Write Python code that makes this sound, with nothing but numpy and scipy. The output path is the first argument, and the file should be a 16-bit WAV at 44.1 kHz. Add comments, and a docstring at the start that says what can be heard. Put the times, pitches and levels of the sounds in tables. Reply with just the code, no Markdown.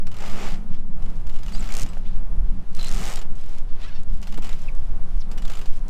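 """Sailboat winch cranked in bursts

In each long stroke the pawls click faster and faster into a whirr of gears, then slow down again.
Pawls and clinks are noise bursts ringing metal modes; the gears are a rattle of random tooth knocks.
The loaded line snaps, hisses, creaks and squeaks on the drum, and shoes scuff the deck: clicks, grains
and gliding tones. Wind buffets the microphone and drones, over the wash of the harbour: shaped noise."""
import sys
import numpy as np
from scipy import signal
from scipy.fft import rfft, irfft, next_fast_len
from scipy.io import wavfile
from scipy.ndimage import uniform_filter1d

SR = 44100
rng = np.random.default_rng(int(sys.argv[2]) if len(sys.argv) > 2 else 0)


def to_wav(sig):
    """Store sig (one row per channel, or 1-D mono) as 16-bit WAV at the path in sys.argv[1].

    Samples outside -1..1 are clipped; the rate is SR.
    """
    pcm = np.clip(np.atleast_2d(sig), -1, 1) * 32767
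    pcm = np.round(pcm).astype(np.int16)
    wavfile.write(sys.argv[1], SR, pcm.T)  # frames by channels


N = 260125
T = np.arange(N) / SR

# pawl clicks heard one by one, slow or in short quick strokes: (time [s], relative level [dB])
PAWL_CLICKS = [(0.0679, -32.5), (0.1152, -36), (0.142, -37.5), (1.0221, -43), (1.06, -43.5), (1.082, -52),
               (1.0989, -47), (1.2675, -38), (1.2935, -37.5), (1.3137, -50), (1.3394, -42), (1.36, -37.5),
               (1.3884, -40), (1.4321, -36), (1.4611, -35), (1.481, -38), (1.491, -40), (1.5209, -35.5),
               (1.5486, -31.5), (1.5788, -37), (1.595, -44), (1.6055, -39.5), (1.625, -39.5), (1.8621, -35),
               (1.8873, -40.5), (1.9325, -42), (2.7895, -36), (3.1736, -30), (3.214, -32.5),
               (4.2266, -32.5), (4.2706, -32), (4.3233, -34), (4.3395, -34), (4.375, -31.5), (4.422, -33),
               (4.4315, -38), (4.4437, -30.5), (4.458, -39.5), (4.4674, -35.5), (4.4755, -47),
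               (4.4916, -31), (4.5158, -41), (4.528, -33.5), (5.314, -32.5), (5.3773, -31), (5.4201, -33.5),
               (5.451, -31), (5.4771, -33.5), (5.4984, -29), (5.5177, -34.5), (5.5345, -32.5),
               (5.5523, -34), (5.5707, -34.5), (5.5907, -34.5), (5.614, -33.5), (5.657, -35)]
# a push on the handle gathers speed, tops out and slows: (start [s], fastest [s], end [s],
# first, top and last rate [clicks/s], pawl level [dB], gear level at the ends [dB], at the top [dB])
STROKES = [(0.166, 0.232, 0.28, 49.8, 55.9, 51.9, -35.5, -47.5, -37.5),
           (0.263, 0.45, .55, 56.2, 72, 40.2, -35, -43, -34.5),
           (1.6245, 1.779, 1.85, 60.4, 65.66, 40, -33.5, -48.5, -39),
           (2.792, 3.086, 3.198, 51.97, 82.05, 39.7, -33.5, -48.5, -35.5)]
# the line slides over the drum, catching as it goes:
# (start [s], end [s], hiss level [dB], catches [1/s], snap level [dB]), levels relative
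SLIDES = [(0.266, 0.522, -53, 150, -49), (1.1, 1.202, -61.5, 17, -42), (1.33, 1.49, -57, 20, -56),
          (1.488, 1.699, -51, 35, -46), (1.723, 1.83, -50, 44, -46), (1.865, 1.995, -58, 18, -54),
          (2.775, 2.927, -47, 25, -36), (2.938, 3.135, -46, 124, -24.5), (3.38, 3.586, -54.5, 20, -52),
          (4.09, 4.18, -58.5, 18, -54), (4.235, 4.337, -56, 22, -54), (4.45, 4.675, -53.5, 29, -56),
          (4.757, 4.876, -60, 18, -53), (5.087, 5.21, -60, 10.2, -52), (5.493, 5.766, -55, 18, -55)]
# relative spectrum of a pawl blow: (frequency [Hz], level [dB])
PAWL_COLOUR = [(200, -46), (500, -1.5), (1200, 1.5), (1800, -1.5), (2800, 1), (3600, 0), (5500, -4),
               (8000, -8), (9500, -10.5), (11000, -17), (13500, -13), (15500, -24)]
# relative spectrum of a snap of the line: (frequency [Hz], level [dB])
SNAP_COLOUR = [(500, -35), (2000, -3), (3600, -2), (5500, 3), (7000, 3), (8700, 0), (11000, -10),
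               (14000, -10.5), (16000, -21)]


def ratchet(chatter_s=0.0057, landing_s=0.00041, pawl_db=-6, ring_db=-8.5, uneven_db=3.0,
            rebound=0.12, rebound_s=0.014):
    """Each pawl lands, chatters for a few milliseconds and rebounds once, ringing the winch."""
    t = np.arange(SR // 30) / SR
    blows = np.zeros(N)
    modes = winch_modes()
    drop = np.exp(-t / chatter_s) * (1 - np.exp(-t / landing_s))
    for s, db in list(PAWL_CLICKS) + tooth_clicks():
        late = t - rebound_s * (.5 + rng.random())
        shape = drop + rebound * (late > 0) * np.exp(-abs(late) / chatter_s)
        bounces = amp(uneven_db * unit(uniform_filter1d(rng.standard_normal(len(t)), size=45)))
        chatter = shape * bounces * rng.standard_normal(len(t))
        chatter *= amp(db + pawl_db) * np.linalg.norm(shape) / np.linalg.norm(chatter)
        add(blows, s, chatter)
        ring = signal.fftconvolve(chatter, body(modes))
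        add(blows, s, amp(ring_db) * ring * np.linalg.norm(chatter) / np.linalg.norm(ring))
    click = impulse(PAWL_COLOUR)
    coloured = signal.oaconvolve(blows, click / np.linalg.norm(click))[:N]
    return deck(coloured, wet_db=-12, t60=.1)


def tooth_clicks(scatter_db=1.0, skim_db=-1):
    """One click (s, dB) for each tooth that passes under the pawl; speed follows effort."""
    clicks = []
    for start, fastest, end, first, top, last, db, *_ in STROKES:
        t = np.arange(start, end, 1 / SR)
        slow = np.where(t < fastest, first, last)
        rate = slow + (top - slow) * effort(t, start, fastest, end)
        teeth = np.cumsum(rate) / SR
        at = t[np.diff(np.floor(teeth), prepend=-1) > 0]
        # at full speed the pawl has less time to drop and lands more softly
        skim = skim_db * effort(at, start, fastest, end)
        scatter = scatter_db * rng.standard_normal(size=64)[:len(at)]
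        clicks += zip(at, db + skim + scatter)
    return clicks


def effort(t, start, fastest, end):
    """The push on the handle: an arch from 0 up to 1 and back."""
    return np.sin(np.pi * np.interp(t, [start, fastest, end], [0, .5, 1]))


def winch_modes(count=3000):
    """The dying modes of the winch body, one to a row."""
    # ringing of the winch body: (frequency [Hz], relative level [dB], t60 [s])
    modes = [(721, -12, .06), (1168, -13, .05), (1324, -13, .05), (2137, -8, .04), (2930, -4, .035),
             (4130, -7, .035), (4990, -8, .03), (5650, -5, .03), (6300, -6, .04), (7080, 0, .045),
             (7250, -3, .04), (8020, -3, .04), (14450, 4, .04), (14650, 0, .03)]
    t = np.arange(count) / SR
    hz, db, t60 = np.transpose(modes)[:, :, None]
    return amp(db - 60 * t / t60) * np.exp(2j * np.pi * hz * t)


def body(modes):
    """The ring of the winch body: each blow finds the modes with other strengths."""
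    a, b = rng.standard_normal((2, len(modes), 1))
    ring = (a * modes.imag + b * modes.real).sum(0)
    return ring / np.linalg.norm(ring)


def gears(whirr_db=-2, knocks_per_s=520, ring_s=0.0021, smooth=0.18, sing_db=-20):
    """Teeth and roller bearings knock at random, hundreds a second, and keep the spinning winch ringing."""
    # relative spectrum of the whirr: (frequency [Hz], level [dB])
    gear_colour = [(160, -20), (280, -8), (411, 0.5), (454, -5.5), (602, -4), (666, -5), (786, -1),
                   (960, -9.5), (1270, -4.5), (1530, -11.5), (2210, -9), (3960, -18.5), (7210, -21),
                   (10200, -38), (15000, -37)]
    hits = 1. * (rng.random(N) < knocks_per_s / SR)
    power = signal.oaconvolve(hits, np.exp(-np.arange(SR // 40) / SR / ring_s))[:N]
    # a constant floor of power fills the gaps between knocks
    rattle = np.sqrt(abs(power / power.mean()) + abs(smooth)) * rng.standard_normal(N)
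    whirr = steady(tint(rattle, gear_colour), size=700)
    sing = tint(signal.oaconvolve(rattle, body(winch_modes()))[:N], PAWL_COLOUR)
    return spin() * (amp(whirr_db) * whirr + amp(sing_db) * sing)


def spin(jog_db=-14, jog_s=0.021):
    """Gain of the gears: it swells with the effort of each stroke and jumps at each listed pawl click."""
    gain = np.zeros(N)
    for start, fastest, end, *_, ends_db, top_db in STROKES:
        swell = effort(T, start, fastest, end) ** 2
        level = amp(ends_db + (top_db - ends_db) * swell)
        gain += level * held(start, end, attack_db_per_s=420, release_db_per_s=255)
    # each of these clicks shakes the gears, which rattle on briefly
    jog = np.exp(-np.arange(SR // 8) / SR / jog_s)
    for s, db in PAWL_CLICKS:
        add(gain, s, amp(db + jog_db) * jog)
    return gain


def clinks(clink_db=-2, chatter_s=.0022):
    """A metal part chatters briefly against its seat and rings out on one mode."""
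    # metal parts of the winch clink: (time [s], pitch [Hz], relative level [dB], t60 [s])
    parts = [(0.24, 2090, -30, 0.015), (1.481, 2875, -36, .035), (1.539, 7950, -40, 0.035),
             (1.593, 7960, -34, 0.028), (1.606, 7100, -36, .035), (1.689, 7300, -38, .03),
             (1.703, 2210, -28, 0.013), (1.718, 2300, -34, 0.013), (1.890, 7970, -43, 0.05),
             (1.933, 3000, -40.5, 0.018), (2.790, 4110, -30.5, 0.028), (2.796, 4070, -30, .028),
             (2.806, 4190, -33, .024), (2.812, 4030, -27, .025), (2.814, 3150, -37, .025),
             (2.829, 4080, -28, 0.026), (2.842, 2950, -27, 0.018), (2.848, 4070, -32, .025),
             (2.86, 4070, -26, 0.023), (2.874, 4190, -29, .024), (2.883, 4100, -30, 0.018),
             (2.991, 7120, -38, .04), (3.007, 7080, -38, .04), (3.193, 7130, -42, 0.05),
             (3.5838, 3340, -36, 0.0091), (5.380, 2930, -45, 0.15), (5.554, 7150, -40, 0.035)]
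    t = np.arange(SR // 10) / SR
    out = np.zeros(N)
    for s, hz, db, t60 in parts:
        mode = amp(db + clink_db - 60 * t / t60) * np.sin(2 * np.pi * hz * t)
        chatter = np.exp(-t / chatter_s) * rng.standard_normal(len(t))
        ring = signal.fftconvolve(chatter, mode)
        add(out, s, ring * np.linalg.norm(mode) / np.linalg.norm(ring))
    return deck(out, wet_db=-20, t60=0.086)


def knock(thud_s=0.0032, rattle=0.044):
    """Dull blows through the well-damped deck: a firm edge and a brief rattle."""
    # the handle knocks as it takes up the load: (time [s], pitch [Hz], relative level [dB])
    blows = [(1.971, 635, -34.5), (4.381, 430, -32), (4.387, 257, -27.5)]
    # dull response of the deck: (multiple of the knock's pitch [1], relative level [dB])
    deck_colour = [(.3, -20), (.65, -1), (1, 3), (1.35, -2), (1.8, -10), (2.7, -8), (5, -22), (18, -60)]
    t = np.arange(SR // 20) / SR
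    out = np.zeros(N)
    shape = np.exp(-t / thud_s)
    for s, hz, db in blows:
        boom = impulse([(hz * multiple, level) for multiple, level in deck_colour])
        blow = (t == 0) + rattle * shape * rng.standard_normal(len(t))
        thud = np.convolve(blow, boom)
        add(out, s, amp(db) * thud * np.linalg.norm(shape) / np.linalg.norm(thud))
    return out


def snaps(snap_db=5, crumble=0.11, crumble_s=0.0015):
    """Stick and slip of the taut line: one sharp edge, then a crumble of fibres."""
    # the line lets go with one hard snap: (time [s], relative level [dB])
    single_snaps = [(.747, -41), (1.7235, -19), (1.7404, -18), (1.7518, -17), (1.7682, -15),
                    (1.7785, -21.5), (1.7876, -20), (1.7968, -16), (1.8098, -20), (1.8188, -16),
                    (1.827, -20), (1.833, -18), (1.951, -44), (1.978, -44), (2.7315, -41), (2.7502, -25.5),
                    (2.767, -29), (2.8298, -23), (2.846, -19), (2.871, -23), (2.884, -21), (2.892, -21),
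                    (2.904, -31), (2.9148, -20), (2.9256, -22), (2.9457, -21.5), (3.041, -26),
                    (3.0545, -19), (3.078, -21), (3.099, -21), (3.1383, -21), (3.1589, -16.5), (3.171, -28),
                    (3.355, -38), (3.362, -42), (3.4116, -38), (3.462, -37), (3.494, -38), (3.508, -45),
                    (3.533, -39), (3.554, -42), (3.5845, -32), (4.034, -36), (4.173, -43), (4.217, -34),
                    (4.751, -37), (5.764, -43), (5.771, -36), (5.784, -42), (5.793, -42), (5.883, -32.5)]
    t = np.arange(SR // 100) / SR
    out = np.zeros(N)
    click = impulse(SNAP_COLOUR)
    for s, db in list(single_snaps) + catches():
        fibres = crumble * np.exp(-t / crumble_s) * rng.standard_normal(len(t))
        snap = np.convolve((t == 0) + fibres, click)
        add(out, s, amp(db + snap_db) * snap / np.linalg.norm(snap))
    return deck(out, wet_db=-10.5, t60=0.017)


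def catches(spread=.15, scatter_db=1.2):
    """Snaps (s, dB) at uneven intervals for as long as the line slides."""
    found = []
    for start, end, hiss_db, per_s, db in SLIDES:
        wait, strength = rng.standard_normal(size=(2, 96))
        gaps = np.exp(spread * wait) / per_s
        at = start + np.cumsum(gaps) - gaps[0]
        found += zip(at[at < end], db + scatter_db * strength)
    return found


def sliding(hiss_db=-2, crackle_db=-10, ticks_per_s=350, tick_s=0.00036):
    """The braid hisses and crackles as it slides: dense grains under sparse decaying ticks."""
    # relative spectrum of the hiss: (frequency [Hz], level [dB])
    slide_colour = [(400, 1), (1200, -0.5), (2800, 1.5), (5000, -3.5), (7000, -10), (8500, -12),
                    (11000, -15), (15000, -19)]
    hiss = tint(grains(per_s=14000, spread_db=-5.5), slide_colour)
    decay = np.exp(-np.arange(SR // 200) / SR / tick_s)
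    power = signal.oaconvolve(grains(ticks_per_s, spread_db=3.5) ** 2, decay)[:N]
    crackle = tint(np.sqrt(abs(power)) * rng.standard_normal(N), SNAP_COLOUR)
    braid = amp(hiss_db) * hiss + amp(crackle_db) * crackle
    return rubbed(SLIDES) * deck(braid, wet_db=-6.5, t60=0.031)


def creaks(creak_db=0):
    """The turns of line bite on the drum with a dry, nasal rasp."""
    # the line creaks as the load comes on: (start [s], end [s], relative level [dB])
    bites = [(.41, .48, -51.5), (1.7, 1.81, -53), (4.445, 4.475, -53.5), (4.495, 4.512, -50.5)]
    # (frequency [Hz], relative level [dB])
    colour = [(1000, -19), (1500, -2), (2100, 4), (3100, 2), (3900, -21), (6500, -27)]
    rasp = steady(tint(grains(per_s=2300, spread_db=0.5), colour), size=900)
    return amp(creak_db) * rubbed(bites) * rasp


def squeaks():
    """Fast slips give short gliding tones with overtones, smeared where the slips are uneven."""
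    # line and soles squeak: (start [s], length [s], start, middle and end pitch [Hz],
    # relative level [dB], loss per overtone [dB], roughness [0-1])
    slips = [(1.525, .042, 4350, 4750, 5050, -47, 24, .2), (1.552, .025, 6300, 6550, 6700, -56, 25, .6),
             (1.56, .04, 3900, 4050, 4150, -56.5, 22, .3), (2.045, .05, 2000, 2700, 3900, -60, 12, .6),
             (2.05, .034, 2800, 3550, 4300, -59, 15, .3), (3.815, .04, 3200, 3800, 4900, -54, 12, .3),
             (3.822, .048, 590, 630, 690, -51, 0, .1), (3.855, .06, 1350, 1800, 1500, -53.5, 8, .5),
             (3.87, .035, 3000, 2650, 2300, -55, 7, .3), (3.903, .04, 705, 725, 785, -53.5, 1, .14),
             (3.936, .052, 920, 905, 865, -55, 0, .13), (4.679, .018, 2750, 2450, 2100, -43, 24, .2),
             (5.198, .032, 6200, 5200, 3200, -53, 18, .6)]
    out = np.zeros(N)
    for s, length, start, middle, end, db, slope, rough in slips:
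        u = np.linspace(0, 1, int(length * SR))
        smooth_noise = unit(uniform_filter1d(rng.standard_normal((2, SR // 5)), size=30))
        wobble, grip = smooth_noise[:, :len(u)]
        hz = np.interp(u, [0, .5, 1], [start, middle, end]) * (1 + rough * wobble / 10)
        turn = 2 * np.pi * np.cumsum(hz) / SR
        tone = sum(amp(-slope * k) * np.sin(k * turn) * (k * hz < SR / 2) for k in range(1, 7))
        add(out, s, amp(db) * unit(tone * (1 + rough * grip) * np.sin(np.pi * u)))
    return deck(out, wet_db=-10, t60=.06)


def scuffs(scuff_db=-1):
    """Rubber soles drag over the gritty deck."""
    # a shoe scuffs the deck: (start [s], end [s], relative level [dB])
    drags = [(.73, .745, -52.5), (2.05, 2.14, -56.5), (2.45, 2.7, -64.5), (3.69, 3.79, -57.5),
             (3.81, 3.86, -48), (3.9, 3.98, -53), (5.215, 5.225, -57)]
    # (frequency [Hz], relative level [dB])
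    colour = [(400, -12), (1000, 1.0), (1700, -1.0), (3000, 0.0), (4300, -3.5), (6000, -8.5),
              (9000, -19.0), (14000, -34)]
    return amp(scuff_db) * rubbed(drags) * tint(grains(per_s=9000, spread_db=3.0), colour)


def wind(heave_db=-14, gust_db=-1, flutter_db=-1, lumps_db=1.8):
    """Eddies at the microphone: slow heave, deep rumble in gusts, lumpy flutter above it, and a drone."""
    # relative spectra of rumble and flutter: (frequency [Hz], level [dB])
    gust_colour = [(1, -7), (3, -2), (5, 0), (8, -3), (11, -5), (14, -10), (20, -13), (26, -16), (33, -19),
                   (41, -27.5), (52, -32.5), (70, -39.5), (150, -60), (2000, -130)]
    flutter_colour = [(35, -23), (60, 3), (80, 1), (120, 0), (150, -4), (250, -12.5), (400, -24.5),
                      (1000, -70), (6000, -100)]
    eddies = tint(rng.standard_normal(N), gust_colour)
    # the heave is the part below about 21 Hz, the rumble the rest
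    heave = irfft(rfft(eddies) / (1 + (np.fft.rfftfreq(N, 1 / SR) / 21) ** 10), N)
    rumble = steady(eddies - heave, size=6000)
    lumps = unit(uniform_filter1d(uniform_filter1d(rng.standard_normal(N), size=2000), size=1200))
    flutter = steady(amp(lumps_db * lumps) * tint(rng.standard_normal(N), flutter_colour), size=12000)
    gust_gain, flutter_gain = gusting()
    heave = amp(heave_db) * steady(heave, size=20000)
    rumble = amp(gust_db) * gust_gain * rumble
    flutter = amp(flutter_db) * flutter_gain * flutter
    return heave + rumble + flutter + drone()


def gusting(calm_rumble_db=-38.5, calm_flutter_db=-44.5):
    """Gains of rumble and flutter: each gust is a bell-shaped swell over the steady breeze."""
    # a gust hits the microphone:
    # (time [s], half-width [s], relative rumble level [dB], relative flutter level [dB])
    gusts = [(.2, 0.17, -46, -41.5), (.53, 0.084, -35, -63), (.76, 0.077, -37, -42),
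             (1.03, 0.048, -24.5, -40.5), (1.26, 0.055, -28, -43), (1.56, 0.087, -22.5, -44.5),
             (1.85, 0.067, -31, -35), (2.16, 0.072, -25.5, -50), (2.41, 0.086, -18.5, -41.5),
             (2.57, 0.056, -36, -40.5), (2.8, 0.063, -31.5, -44), (2.979, 0.057, -23.5, -36.5),
             (3.68, 0.025, -32, -57), (4.14, 0.045, -22, -53), (4.46, 0.065, -29.5, -46.5),
             (4.85, 0.12, -24.5, -48), (5.17, 0.022, -17.5, -65), (5.39, 0.071, -31, -52.5),
             (5.85, 0.05, -25, -56)]
    rumble, flutter = amp(calm_rumble_db) ** 2, amp(calm_flutter_db) ** 2  # powers add up
    for s, width, rumble_db, flutter_db in gusts:
        bell = np.exp(-np.minimum(((T - s) / width) ** 2, 20))
        rumble = rumble + amp(rumble_db) ** 2 * bell
        flutter = flutter + amp(flutter_db) ** 2 * bell
    return np.sqrt(rumble), np.sqrt(flutter)


def drone(width_hz=55, drone_db=0, mean_hz=176.55, hz_per_db=2.5):
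    """Air across the camera housing excites one broad resonance, higher in pitch as it grows louder."""
    # level of the hollow drone of the wind: (time [s], level [dB])
    drone_levels = [(0.06, -46), (0.26, -46), (0.36, -39), (.8, -41.5), (1.04, -43), (1.42, -50),
                    (1.6, -38), (1.77, -47), (2.09, -43), (2.46, -48), (2.52, -38), (2.68, -50),
                    (2.97, -40), (3.5, -57), (4.13, -45), (4.46, -44), (4.75, -56), (4.98, -46),
                    (5.17, -51), (5.3, -45), (5.45, -45), (5.56, -53), (5.84, -49)]
    r = np.exp(-np.pi * width_hz / SR)
    noise = rng.standard_normal(N) + 1j * rng.standard_normal(N)
    band = signal.lfilter([1], np.poly([r, r]), noise)
    db = np.interp(T, *np.transpose(drone_levels))
    hz = mean_hz + hz_per_db * (db - db.mean())
    turn = np.exp(2j * np.pi * np.cumsum(hz) / SR)  # shifts the band up to the drone's pitch
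    return amp(drone_db + db) * steady((band * turn).real, size=12000)


def harbour(db=-52, patchy_db=1.5):
    """The wash of air and water around the boat swells gently."""
    # relative spectrum of the wash: (frequency [Hz], level [dB])
    harbour_colour = [(100, -4), (300, -0.5), (450, -2), (750, -4), (1150, -7), (1700, -14), (2500, -19),
                      (4000, -24), (7000, -29), (10000, -29.5), (12000, -32), (15000, -48)]
    swell = unit(uniform_filter1d(uniform_filter1d(rng.standard_normal(N), size=5000), size=3000))
    return amp(db + patchy_db * swell) * tint(rng.standard_normal(N), harbour_colour)


def deck(x, wet_db, t60):
    """Deck, cabin and mast scatter a short tail."""
    t = np.arange(SR // 4) / SR
    sparse = rng.standard_normal(len(t)) * (rng.random(len(t)) < .1)
    taps = sparse * amp(-60 * t / t60) * (t > .002)
    return x + amp(wet_db) * signal.oaconvolve(x, taps / np.linalg.norm(taps))[:N]


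def grains(per_s, spread_db):
    """Tiny impacts of random sign and size, at rms 1."""
    size = amp(spread_db * np.minimum(rng.exponential(1, N), 4))
    return unit(rng.standard_normal(N) * size * (rng.random(N) < per_s / SR))


def rubbed(rows):
    """Gain over time of rubs given as (start s, end s, dB, ..): the loudest rub counts."""
    gains = [amp(db) * held(start, end, attack_db_per_s=355, release_db_per_s=225)
             for start, end, db, *_ in rows]
    return np.max(gains, axis=0)


def held(start, end, attack_db_per_s, release_db_per_s):
    """Gain that rises to 1 at the start, holds, and dies away after the end."""
    rise = -abs(attack_db_per_s) * np.maximum(start - T, 0)
    fall = -abs(release_db_per_s) * np.maximum(T - end, 0)
    db = rise + fall
    gain, heard = np.zeros(N), db > -60
    gain[heard] = amp(db[heard])
    return gain


def steady(x, size):
    """Noise with its own slow swells evened out over a window of size samples."""
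    return x / np.sqrt(uniform_filter1d(x ** 2, size=size) + 1e-12)


def tint(x, colour):
    """Gives a steady sound its spectrum, at rms 1."""
    size = next_fast_len(N, True)
    spectrum = rfft(x, size) * gain_at(colour, np.fft.rfftfreq(size, 1 / SR))
    return unit(irfft(spectrum, size)[:N])


def impulse(colour, size=2048):
    """The sharpest causal click with this spectrum (minimum phase)."""
    log_gain = np.log(gain_at(colour, abs(np.fft.fftfreq(size, 1 / SR))))
    return np.fft.ifft(np.exp(np.conj(signal.hilbert(log_gain)))).real[:size // 2]


def gain_at(colour, hz):
    """Gain of a spectrum at any frequency, interpolated in dB over log frequency."""
    f, db = np.transpose(colour)
    return amp(np.interp(np.log(hz + 1), np.log(f + 1), db))


def amp(db):
    """Amplitude of a level in dB."""
    return 10 ** (np.asarray(db) / 20)


def unit(x):
    """Scales to rms 1."""
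    return x / np.sqrt(np.mean(x ** 2) + 1e-20)


def add(mix, s, sound):
    """Adds a sound into the mix at s seconds, cut off at the end."""
    part = mix[max(round(s * SR), 0):][:len(sound)]
    part += sound[:len(part)]


def scene():
    """Winch, rubbing line and soles, wind and harbour, summed to one channel."""
    winch = ratchet() + gears() + clinks() + knock()
    friction = snaps() + sliding() + creaks() + scuffs() + squeaks()
    return (winch + friction + wind() + harbour())[None]


def record(dry):
    """The band limit of the camera: a steep linear-phase low-pass."""
    edge_hz = 15450
    low_pass = signal.firwin(301, edge_hz, window=("kaiser", 9), fs=SR)
    return signal.oaconvolve(dry, low_pass[None], "same")


dry = scene()
out = record(dry)
to_wav(out)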